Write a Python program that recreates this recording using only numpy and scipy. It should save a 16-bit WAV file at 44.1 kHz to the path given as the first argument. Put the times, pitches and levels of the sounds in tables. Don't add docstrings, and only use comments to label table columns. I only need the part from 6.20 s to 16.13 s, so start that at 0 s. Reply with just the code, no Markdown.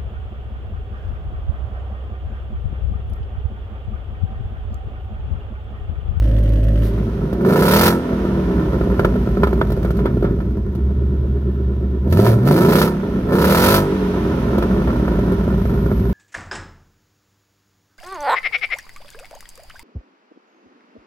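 import sys
import numpy as np
from scipy import signal
from scipy.fft import rfft, irfft
from scipy.io import wavfile
from scipy.ndimage import uniform_filter1d

SR = 44100
rng = np.random.default_rng(int(sys.argv[2]) if len(sys.argv) > 2 else 0)


def unload_wav(signal):
    wavfile.write(
        sys.argv[1],
        SR,
        np.round(np.clip(np.atleast_2d(signal).T, -1, 1) * 32767).astype(np.int16),
    )


N = 437913
TIME = np.arange(N) / SR

# pressed_s, released_s, top_speed_hz, slowing_hz_per_s, effort_db, run_down_db,
# starting_pressure (0-1), engine_delay_s
PRESSES = [(1.185, 1.683, 43.5, 12.5, 0, 2, 0, 0.032), (5.836, 6.098, 14.4, 1.025, -1, 6.5, .2, 0),
           (6.192, 6.637, 33, 6, 0, 1.5, 0.65, 0), (7.055, 7.559, 50.4, 13.1, -0.5, 4, 0, .045)]
# time_s, speed_hz
WARM_IDLE_SPEED = [(4.9, 8.66), (5.4, 8.48)]
# strength_db, extra_travel_s
CYLINDER_PULSES = [(5.5, 0.0026), (-6, 0.0011), (0.5, 0.00055), (2.5, 0.0012), (-6.5, 0.00068),
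                   (1.5, 0.00085), (-10.5, 0.0014), (-8, 0.0026)]
# pitch_hz, level_db
DRONE_COLOUR = [(40, -26.5), (70, -3), (100, 0), (135, -3), (170, 1.5), (230, 1), (262, -11), (290, -18.5),
                (420, -40), (2000, -100)]
BARK_COLOUR = [(200, -27), (290, -12.5), (335, -0.5), (400, 1.5), (460, -8), (530, -8), (610, -11.5),
               (690, -14), (790, -32), (3000, -87.5)]
RASP_COLOUR = [(400, -36.5), (600, 1.5), (790, -8), (990, 4.5), (1150, -9), (1270, -0.5), (1390, 2.5),
               (1480, -3), (1620, -16), (1790, -4), (2020, -26.5), (2250, -15.5), (2700, -34), (5000, -35),
               (11000, -74.5)]
HISS_COLOUR = [(800, 1), (2000, 4.5), (3000, 2), (4300, 3.5), (6000, -2.5), (7500, -9.5), (9500, -5),
               (11800, 4.5), (13500, -0.5), (15500, -4), (16200, -14)]
FLAME_COLOUR = [(300, -22.5), (800, -8.5), (1300, 11), (1750, -2), (2250, -3.5), (2700, -11.5), (3500, -9),
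                (5500, -32), (9000, -34)]


def amp(db):
    return 10 ** (np.asarray(db) / 20)


def curve(rows, at=TIME, column=1):
    rows = np.asarray(rows)
    return np.interp(at, rows[:, 0], rows[:, column])


def at_pitch(points, hz):
    pitch_hz, value = np.transpose(points)
    return np.interp(np.log(hz + 1), np.log(pitch_hz + 1), value)


def ramp(start_s, length_s):
    return np.clip((TIME - start_s) / length_s, 0, 1)


def unit(x):
    return x / np.sqrt(np.mean(x ** 2) + 1e-20)


def steady(x, size=4000):
    power = np.mean(np.atleast_2d(x) ** 2, axis=0)
    smoothed = abs(uniform_filter1d(uniform_filter1d(power, size), size))
    return x / np.sqrt(smoothed + 1e-6 * power.mean())


def ring(x, colour, size=8192):
    log_gain = np.log(amp(at_pitch(colour, abs(np.fft.fftfreq(size, 1 / SR)))))
    response = np.fft.ifft(np.exp(np.conj(signal.hilbert(log_gain)))).real[:size // 2]
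    response = response / np.linalg.norm(response)
    return signal.oaconvolve(np.atleast_2d(x), response[None], axes=1)[:, :N]


def turbulence():
    common, left, right = rng.standard_normal((3, N))
    return unit(common + np.array([left, right]))


def hall_echo():
    # pitch_hz, fade_s
    fade_times = [(60, 1.57), (300, 1.1), (1500, 0.3), (4000, 0.02), (8000, 0.43), (15000, 0.04)]
    # pitch_hz, level_db
    width = [(50, -52), (150, -30.5), (350, -15.5), (700, -4), (2000, -11), (16000, -2.5)]
    reflections = rng.standard_normal((2, SR)) * (rng.random((2, SR)) < .06) * (TIME[:SR] > .004)
    hz, t, spectra = signal.stft(reflections, SR, nperseg=512)
    mid, side = spectra * amp(-60 * t / at_pitch(fade_times, hz)[:, None])
    side = side * amp(at_pitch(width, hz))[:, None]
    tail = signal.istft(np.array([mid + side, mid - side]), SR, nperseg=512)[1]
    tail *= 1 + 1.4 * np.exp(-TIME[:tail.shape[1]] / 0.015)
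    return tail / np.linalg.norm(tail[0])


def place(x, hall, echo_db):
    direct = np.vstack([x[0], np.pad(x[-1], (6, 0))[:N]])
    return direct + amp(echo_db) * signal.oaconvolve(x, hall, axes=1)[:, :N]


def air_whistle():
    # pitch_hz, level_db
    colour = [(9000, -49), (11600, -13.5), (12450, -2.5), (13400, -14), (16000, -40)]
    return amp(-54) * ramp(9.3, 0.16) * unit(ring(rng.standard_normal((2, N)), colour))


def machine_whirr(cycle_hz):
    # pitch_hz, level_db
    colour = [(300, -6), (1000, 9), (2400, -1.5), (3400, -3.5), (4500, -10.5), (6000, -11.5), (7400, -23),
              (12000, -16), (16000, -29)]
    return amp(-40.5 + 20.2 * np.log10(cycle_hz / 40)) * unit(ring(rng.standard_normal((2, N)), colour))


def gear_whirr(fuelled):
    # pitch_hz, level_db
    colour = [(1800, -38.5), (2600, -16), (2830, 0), (3050, -10), (3350, 0.5), (3530, -10), (3730, -2),
              (4100, -16), (6000, -33)]
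    return amp(-65.5) * fuelled * unit(ring(turbulence(), colour))


def cycle_luck(cycle_hz):
    luck = np.clip(rng.standard_normal(600), -1.8, 1.3)
    return np.interp(np.cumsum(cycle_hz) / SR, np.arange(len(luck)), luck)


def firings(cycle_hz, ragged, scatter_db, jitter_s):
    count = np.floor(8 * np.cumsum(cycle_hz) / SR).astype(int)
    at = np.flatnonzero(np.diff(count))
    strength_db, travel_s = np.array(CYLINDER_PULSES)[count[at] % 8].T
    luck, slip = np.clip(rng.standard_normal((4000, 2))[:len(at)], -2, 1.2).T
    contrast = 0.79 * np.minimum(cycle_hz[at] / 18, 1) ** 2
    size = amp(contrast * strength_db + scatter_db * ragged[at] * luck)
    wander_s = .0015 * np.maximum(1 - cycle_hz[at] / 36, 0)
    delay_s = travel_s + (jitter_s * ragged[at] ** 2 + wander_s) * slip
    arrival = np.maximum(at + SR * delay_s, 0)
    return np.bincount(arrival.astype(int), size, N)[:N]


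def puffs(pulses, decay_s, between, rise_s=0.00099):
    for lag_s in (rise_s, decay_s):
        pulses = signal.lfilter([1], [1, -np.exp(-1 / (SR * lag_s))], pulses + 1e-12)
    return (between + unit(pulses)) * turbulence()


def cold_idle(hall, idle_hz=6.72):
    # pitch_hz, level_db
    pipe_colour = [(25, -6), (50, 6), (120, 2.5), (200, -2), (310, -2), (410, -11), (480, -12.5), (570, -3),
                   (680, -16.5), (790, -32), (1400, -37), (2500, -44.5), (8000, -100)]
    valve_colour = [(300, -6.5), (1000, 3.5), (1500, 4), (1900, 6.5), (2300, -2.5), (3000, 3.5), (3400, 0),
                    (4500, -10), (6000, -12.5), (7400, -22.5), (9400, -13.5), (10200, -18.5), (12000, -13),
                    (16000, -28)]
    # time_into_cycle_s, level_db
    spit_pattern = [(0.038, -2), (.086, -3), (.141, -1)]
    # time_s, level_db
    fade = [(.64, 0.5), (.79, -7), (.9, -13.5), (1.05, -12.5), (1.2, -36), (1.4, -100)]
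    cycle_hz = idle_hz * (1 + 0.0029 * np.sin(2 * np.pi * 1.7 * TIME))
    firing_angle = 2 * np.pi * np.cumsum(8 * cycle_hz) / SR
    tone = amp(-10) * np.cos(firing_angle) - amp(-19) * np.cos(2 * firing_angle)
    ragged = np.full(N, .25)
    pulses = firings(cycle_hz, ragged, scatter_db=2.2, jitter_s=0.00063)
    pipe = amp(-21) * unit(place(ring(pulses, pipe_colour), hall, echo_db=0.81))
    into_s, spit_db = np.transpose(spit_pattern)
    at = SR * (np.arange(0, TIME[-1], 1 / idle_hz)[:, None] + into_s)
    sizes = amp(spit_db + 2.5 * rng.standard_normal(at.shape))
    spits = np.bincount(at.astype(int).ravel(), sizes.ravel(), N)[:N]
    spit = amp(-57) * unit(ring(puffs(spits, decay_s=.005, between=.3), HISS_COLOUR))
    taps = firings(cycle_hz, ragged, scatter_db=14, jitter_s=0.035)
    rattle = ring(puffs(taps, decay_s=0.0038, between=1), valve_colour)
    valves = amp(-45) * unit(place(rattle, hall, echo_db=-7))
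    swell = np.exp(-((TIME - .662) / 0.04) ** 2)
    rush = amp(-43.5) * swell * unit(ring(turbulence(), HISS_COLOUR))
    return amp(curve(fade)) * (tone + pipe + spit + valves) + rush


def exhaust_pops(hall, flame_rise_s=0.00058, spit_rise_s=.002, spit_decay_s=0.0082):
    # start_s, bang_db, thump_db, flame_db, flame_decay_s, spit_db
    pops = [(1.128, -28, -17.5, -35, 0.0088, -36.5), (1.929, -37, -15.5, -38, .01, -52),
            (2.05, -34, -15, -36, .025, -47), (2.532, -27, -16, -31, 0.00868, -48),
            (2.61, -27, -12.5, -30, 0.0079, -44), (2.672, -36, -14.5, -42, 0.0081, -50),
            (2.794, -6, -10.5, -16.5, 0.0062, -31.5), (2.847, -9, -7.5, -13.5, 0.0064, -30),
            (2.956, -30, -15.5, -35, 0.0091, -47), (3.072, -29, -13.5, -34, 0.0087, -48),
            (3.17, -21, -14.5, -33, 0.0069, -45), (3.233, -9, -8.5, -13.5, 0.0086, -29.5),
            (3.27, -18, -16, -26, .012, -37), (3.329, -16, -15, -30, 0.0081, -38.5),
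            (3.413, -9, -11, -14, 0.0055, -41), (3.502, -20, -20, -39, 0.0052, -37.5),
            (3.519, -27, -16.5, -32, 0.0054, -33.5), (3.574, -37, -16, -40, 0.0078, -46),
            (3.628, -28, -28, -37, 0.0061, -36.5), (3.648, -21, -13.5, -32, 0.022, -38.5),
            (3.705, -24, -16.5, -30, .006, -33.5), (3.768, -31, -26.5, -41, 0.0066, -37.5),
            (3.79, -21, -20.5, -32, 0.015, -45), (3.856, -19, -11, -24.5, 0.018, -38),
            (3.97, -36, -16.5, -39, .008, -51), (4.025, -25, -12.5, -32, 0.0093, -41.5),
            (4.043, -29, -11.5, -31, 0.028, -58), (4.203, -25, -25.5, -37, 0.012, -51),
            (4.55, -44, -30.5, -45, .006, -40.5), (5.924, -28, -15, -27, 0.0094, -24),
            (5.991, -27, -6.5, -24, 0.0067, -31), (6.066, -5.5, -19, -24, 0.0063, -28.5),
            (8.381, -19, -11.5, -25.5, 0.0082, -31), (8.424, -22, -14.5, -21.5, 0.0079, -32.5),
            (8.675, -26, -16, -28, 0.0084, -46), (8.703, -21, -20, -27, .008, -49),
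            (8.88, -13, -17, -29, 0.0061, -48), (8.916, -27, -15, -28, 0.0061, -48),
            (8.989, -25, -16, -32, 0.0092, -41), (9.119, -24, -17, -35, 0.0073, -36),
            (9.277, -29, -16, -34, 0.0077, -44), (9.453, -27, -16.5, -33, .008, -41),
            (9.715, -19, -16.5, -33, 0.01, -52)]
    bangs, thumps, flames, spits = np.zeros((4, N))
    for start_s, bang_db, thump_db, flame_db, flame_decay_s, spit_db in pops:
        at = int(start_s * SR)
        t = TIME[:min(N - at, SR // 3)]
        span = slice(at, at + len(t))
        bangs[at], thumps[at] = amp(bang_db), amp(thump_db)
        flames[span] += amp(flame_db) * (1 - np.exp(-t / flame_rise_s)) * np.exp(-t / flame_decay_s)
        spits[span] += amp(spit_db) * (1 - np.exp(-t / spit_rise_s)) * np.exp(-t / spit_decay_s)
    thud = amp(22) * ring(thumps, BARK_COLOUR) + amp(19.5) * ring(thumps, DRONE_COLOUR)
    flame = flames * turbulence()
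    pipes = ring(amp(13) * bangs + amp(1) * flame[0], RASP_COLOUR)
    crack = pipes + amp(-1.5) * ring(flame, FLAME_COLOUR) + ring(spits * turbulence(), HISS_COLOUR)
    return place(thud, hall, echo_db=-12) + place(crack, hall, echo_db=-17)


def engine_speed(top_hold_s=.057):
    cycle_hz = 28.44 - 3 * TIME
    for pressed_s, released_s, top_hz, slowing, *_, delay_s in PRESSES:
        start_s = pressed_s + delay_s
        climb = ramp(start_s, released_s - top_hold_s - start_s) ** 1.25
        before = np.where(TIME < start_s, cycle_hz, np.interp(start_s, TIME, cycle_hz))
        cycle_hz = before + climb * (top_hz - before) - slowing * np.maximum(TIME - released_s, 0)
        cycle_hz = np.maximum(cycle_hz, curve(WARM_IDLE_SPEED))
    return cycle_hz


def pedal(open_s=0.081, shut_s=0.13, burble_delay_s=.68, run_down_fade_s=7.3):
    load, pressure, coasting, level_db = np.zeros((4, N))
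    burbling = np.ones(N)
    for pressed_s, released_s, _, _, effort_db, run_down_db, start_pressure, _ in PRESSES:
        opened, shut = ramp(pressed_s, open_s), ramp(released_s, shut_s)
        load = np.maximum(load, opened * (1 - shut))
        rising = start_pressure + (1 - start_pressure) * ramp(pressed_s, released_s - pressed_s)
        pressure = np.where(TIME < pressed_s, pressure, rising)
        coasting = coasting * (1 - opened) + ramp(released_s, length_s=1)
        burbling = burbling * (1 - opened) + ramp(released_s + burble_delay_s, length_s=0.1)
        after_db = run_down_db * (1 - ramp(released_s, run_down_fade_s))
        level_db += opened * (effort_db + shut * (after_db - effort_db) - level_db)
    return load, pressure, coasting, burbling, level_db


def burning(cycle_hz, load, burbling, fuel_lag_s=0.067):
    # speed_hz, raggedness (0-1)
    burble_raggedness = [(20, .88), (30, 0.76), (40, 0.66)]
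    ragged_fuelled, ragged_spinning = 0.25, 0.54
    keep = np.exp(-1 / (SR * fuel_lag_s))
    wanted = np.maximum(load, cycle_hz <= curve(WARM_IDLE_SPEED))
    fuelled = np.maximum(load, signal.lfilter([1 - keep], [1, -keep], wanted))
    stumbling = np.maximum(burbling, np.clip((35 - cycle_hz) / 5, 0, 1))
    ragged_coasting = ragged_spinning + stumbling * (curve(burble_raggedness, cycle_hz) - ragged_spinning)
    return fuelled, np.clip(fuelled * ragged_fuelled + (1 - fuelled) * ragged_coasting, 0, 1)


def exhaust_levels(cycle_hz, load, pressure, coasting, fuelled):
    # speed_hz, burble_db, drone_db, bark_db, rasp_db, hiss_db
    pedal_down = [(10.1, -20.5, -12.5, -28.5, -35.5, -41.5), (14.2, -26, -20, -17.5, -26.5, -36),
                  (27.6, -29, -15.5, -16.5, -23.5, -34), (37.4, -25, -15.5, -19, -20, -25.5),
                  (47.5, -20, -16, -19, -18.5, -24.5)]
    pedal_up = [(8.8, -21, -27.5, -27.5, -49.5, -71), (12.9, -21, -21.5, -23, -47.5, -67.5),
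                (20.8, -18.5, -23, -25, -43, -60), (34.6, -20.5, -21.5, -23, -37, -61.5),
                (45.5, -23.5, -24, -22, -36.5, -63)]
    burble_db, drone_db, bark_db, rasp_db, hiss_db = (
        load * curve(pedal_down, cycle_hz, k) + (1 - load) * curve(pedal_up, cycle_hz, k)
        for k in range(1, 6))
    low_pressure = load * (1 - pressure) ** 2
    dip_db = 6 * (1 - load) * (1 - coasting)
    luck = cycle_luck(cycle_hz)
    sputter_db = 2.5 * (1 - fuelled) * luck
    return (burble_db - dip_db - 5.5 * fuelled,
            drone_db + 0.2 - 0.29 * dip_db + 0.48 * sputter_db,
            bark_db + 0.75 - 0.49 * dip_db + sputter_db,
            rasp_db + 0.85 - .5 * dip_db - 3 * low_pressure + 0.7 * sputter_db,
            hiss_db + 5 - dip_db - 13.5 * low_pressure + 1.2 * load * luck)


def gas_hiss(pulses, hiss_db, hall):
    gas = puffs(pulses ** 0.89, decay_s=0.0033, between=0.22)
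    return place(amp(hiss_db) * steady(ring(gas, HISS_COLOUR)), hall, echo_db=-12.5)


def pipe_boom(cycle_hz, angle, fuelled):
    # speed_hz, level_db
    boom_levels = [(8.5, -17.5), (13, -14), (22, -14.5), (30, -30.5), (40, -95)]
    tone = np.cos(8 * angle) + amp(-13) * (np.cos(14 * angle) + np.cos(15 * angle))
    return fuelled * amp(curve(boom_levels, cycle_hz)) * np.sqrt(2) * tone


def low_burble(cycle_hz, ragged, fuelled, hall):
    # pitch_hz, level_db
    colour = [(20, -20.5), (38, -0.5), (50, 15.5), (63, 16), (80, 4.5), (120, 6), (220, -47.5),
              (1500, -100)]
    stumbles = firings(cycle_hz, np.maximum(ragged, .8 * (1 - fuelled)), scatter_db=16.4, jitter_s=0.0047)
    return steady(place(ring(stumbles, colour), hall, echo_db=-0.78))


def tailpipe_rasp(pulses, cycle_hz, ragged, load, hall):
    tearing = .03 + .8 * ragged + ((14 - 5 * load) / cycle_hz) ** 2
    torn_air = steady(puffs(pulses, decay_s=.004, between=.8 - .5 * load))
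    shocks = steady(pulses ** (1.1 + .7 * load)) + tearing * torn_air
    ringing = ring(shocks, RASP_COLOUR) + amp(-9) * load * ring(shocks, FLAME_COLOUR)
    return steady(place(ringing, hall, echo_db=-7.5))


def engine_tones(cycle_hz, angle, load):
    # multiple_of_speed, loaded_db, coasting_db
    tone_levels = [(2, 1, -5), (3, -5, -4), (4, -3, -3), (5, 3, 0), (6, 1, 5), (7, 0, -4), (8, 0, -5),
                   (9, 3, 4), (10, -6, -3), (11, 2, -2), (12, -2, -8), (13, -3, -12), (14, 0, -7),
                   (15, -1, -5), (16, -6, -7), (17, -4, -7), (18, -6, -8)]
    strength_db, travel_s = np.transpose(CYLINDER_PULSES)
    place_in_cycle = np.arange(8) / 8 + travel_s * cycle_hz.mean()
    waver = 1 - .5 * load
    tones = []
    for multiple, loaded_db, coasting_db in tone_levels:
        db = coasting_db + load * (loaded_db - coasting_db) + 4.5 * waver * cycle_luck(cycle_hz / 4)
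        phase = np.angle(amp(strength_db) @ np.exp(-2j * np.pi * multiple * place_in_cycle))
        slip = .6 * waver * cycle_luck(cycle_hz / 2)
        tones.append((multiple, amp(db) * np.cos(multiple * angle + phase + slip)))
    return tones


def exhaust_note(cycle_hz, ragged, gas, tones, colour, hall):
    clean_share = np.clip(1.15 * (1 - ragged) * np.clip(cycle_hz / 20 - .6, 0, 1), 0, .87)
    swept = sum(wave * np.interp(TIME, TIME[::64], amp(at_pitch(colour, multiple * cycle_hz[::64])))
                for multiple, wave in tones)
    clean = steady(place(swept[None], hall, echo_db=-13.5))
    lumpy = steady(place(ring(gas, colour), hall, echo_db=-1.2), size=6000)
    return np.sqrt(clean_share) * clean + np.sqrt(1 - clean_share) * lumpy


def drone_and_bark(pulses, cycle_hz, angle, ragged, load, hall, dull_above_hz=393):
    # pitch_hz, level_db
    hot_colour = [(200, -30.5), (290, -13), (340, 1.5), (400, 1.5), (460, 0.5), (540, -1), (620, -10),
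                  (700, -10), (800, -31), (3000, -78)]
    # speed_hz, share_lost (0-1)
    dulling = [(8.5, 0.74), (15, 0.69), (40, 0.17)]
    trailing = 3 / cycle_hz + 0.44 * ragged
    gas = steady(pulses) + trailing * steady(puffs(pulses, decay_s=0.0038, between=0.07)[0])
    tones = engine_tones(cycle_hz, angle, load)
    drone, bark, hot_bark = (exhaust_note(cycle_hz, ragged, gas, tones, colour, hall)
                             for colour in (DRONE_COLOUR, BARK_COLOUR, hot_colour))
    top = signal.sosfiltfilt(signal.butter(5, dull_above_hz, "high", fs=SR, output="sos"), bark)
    heat = load * np.clip((cycle_hz - 22) / 12, 0, 1)
    return drone, bark + heat * (hot_bark - bark) - curve(dulling, cycle_hz) * (1 - load) * top


def idle_throb(cycle_hz, angle, peak_s=4.933):
    slow = np.clip(2 - cycle_hz / 8, 0, 1)
    swell = np.cos((angle - np.interp(peak_s, TIME, angle)) / 2) ** 4
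    return amp(7.5 * slow * (swell - 0.45))


def revs(hall):
    cycle_hz = engine_speed()
    angle = 2 * np.pi * np.cumsum(cycle_hz) / SR
    load, pressure, coasting, burbling, level_db = pedal()
    fuelled, ragged = burning(cycle_hz, load, burbling)
    burble_db, drone_db, bark_db, rasp_db, hiss_db = exhaust_levels(
        cycle_hz, load, pressure, coasting, fuelled)
    throb = idle_throb(cycle_hz, angle)
    pulses = firings(cycle_hz, ragged, scatter_db=8.5, jitter_s=0.00076)
    boom = pipe_boom(cycle_hz, angle, fuelled)
    burble = amp(burble_db) * low_burble(cycle_hz, ragged, fuelled, hall)
    drone, bark = drone_and_bark(pulses, cycle_hz, angle, ragged, load, hall)
    drone *= amp(drone_db) * throb ** 0.39
    bark *= amp(bark_db) * throb
    rasp = amp(rasp_db) * np.sqrt(throb) * tailpipe_rasp(pulses, cycle_hz, ragged, load, hall)
    hiss = gas_hiss(pulses, hiss_db, hall)
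    roar = amp(level_db) * (drone + rasp + hiss + machine_whirr(cycle_hz))
    fade_in = ramp(0.51, 0.24)
    return fade_in * (boom + burble + bark + gear_whirr(fuelled) + roar)


def scene():
    hall = hall_echo()
    return cold_idle(hall) + revs(hall) + exhaust_pops(hall) + air_whistle()


def record(dry, lowest_hz=12, highest_hz=16000):
    # pitch_hz, level_db
    ear_balance = [(60, -0.6), (250, -0.5), (500, -3), (1000, -2), (4000, -2), (12000, 1)]
    hz = np.fft.rfftfreq(N, 1 / SR)
    lean_db = at_pitch(ear_balance, hz) / 2
    heard = irfft(rfft(dry) * amp([lean_db, -lean_db]) * np.minimum(hz / lowest_hz, 1), N)
    rounded = heard / (1 + heard ** 8) ** (1 / 8)
    treble_cut = signal.firwin(511, highest_hz, window=("kaiser", 9), fs=SR)
    return signal.oaconvolve(rounded, treble_cut[None], "same")


dry = scene()
out = record(dry)
unload_wav(out)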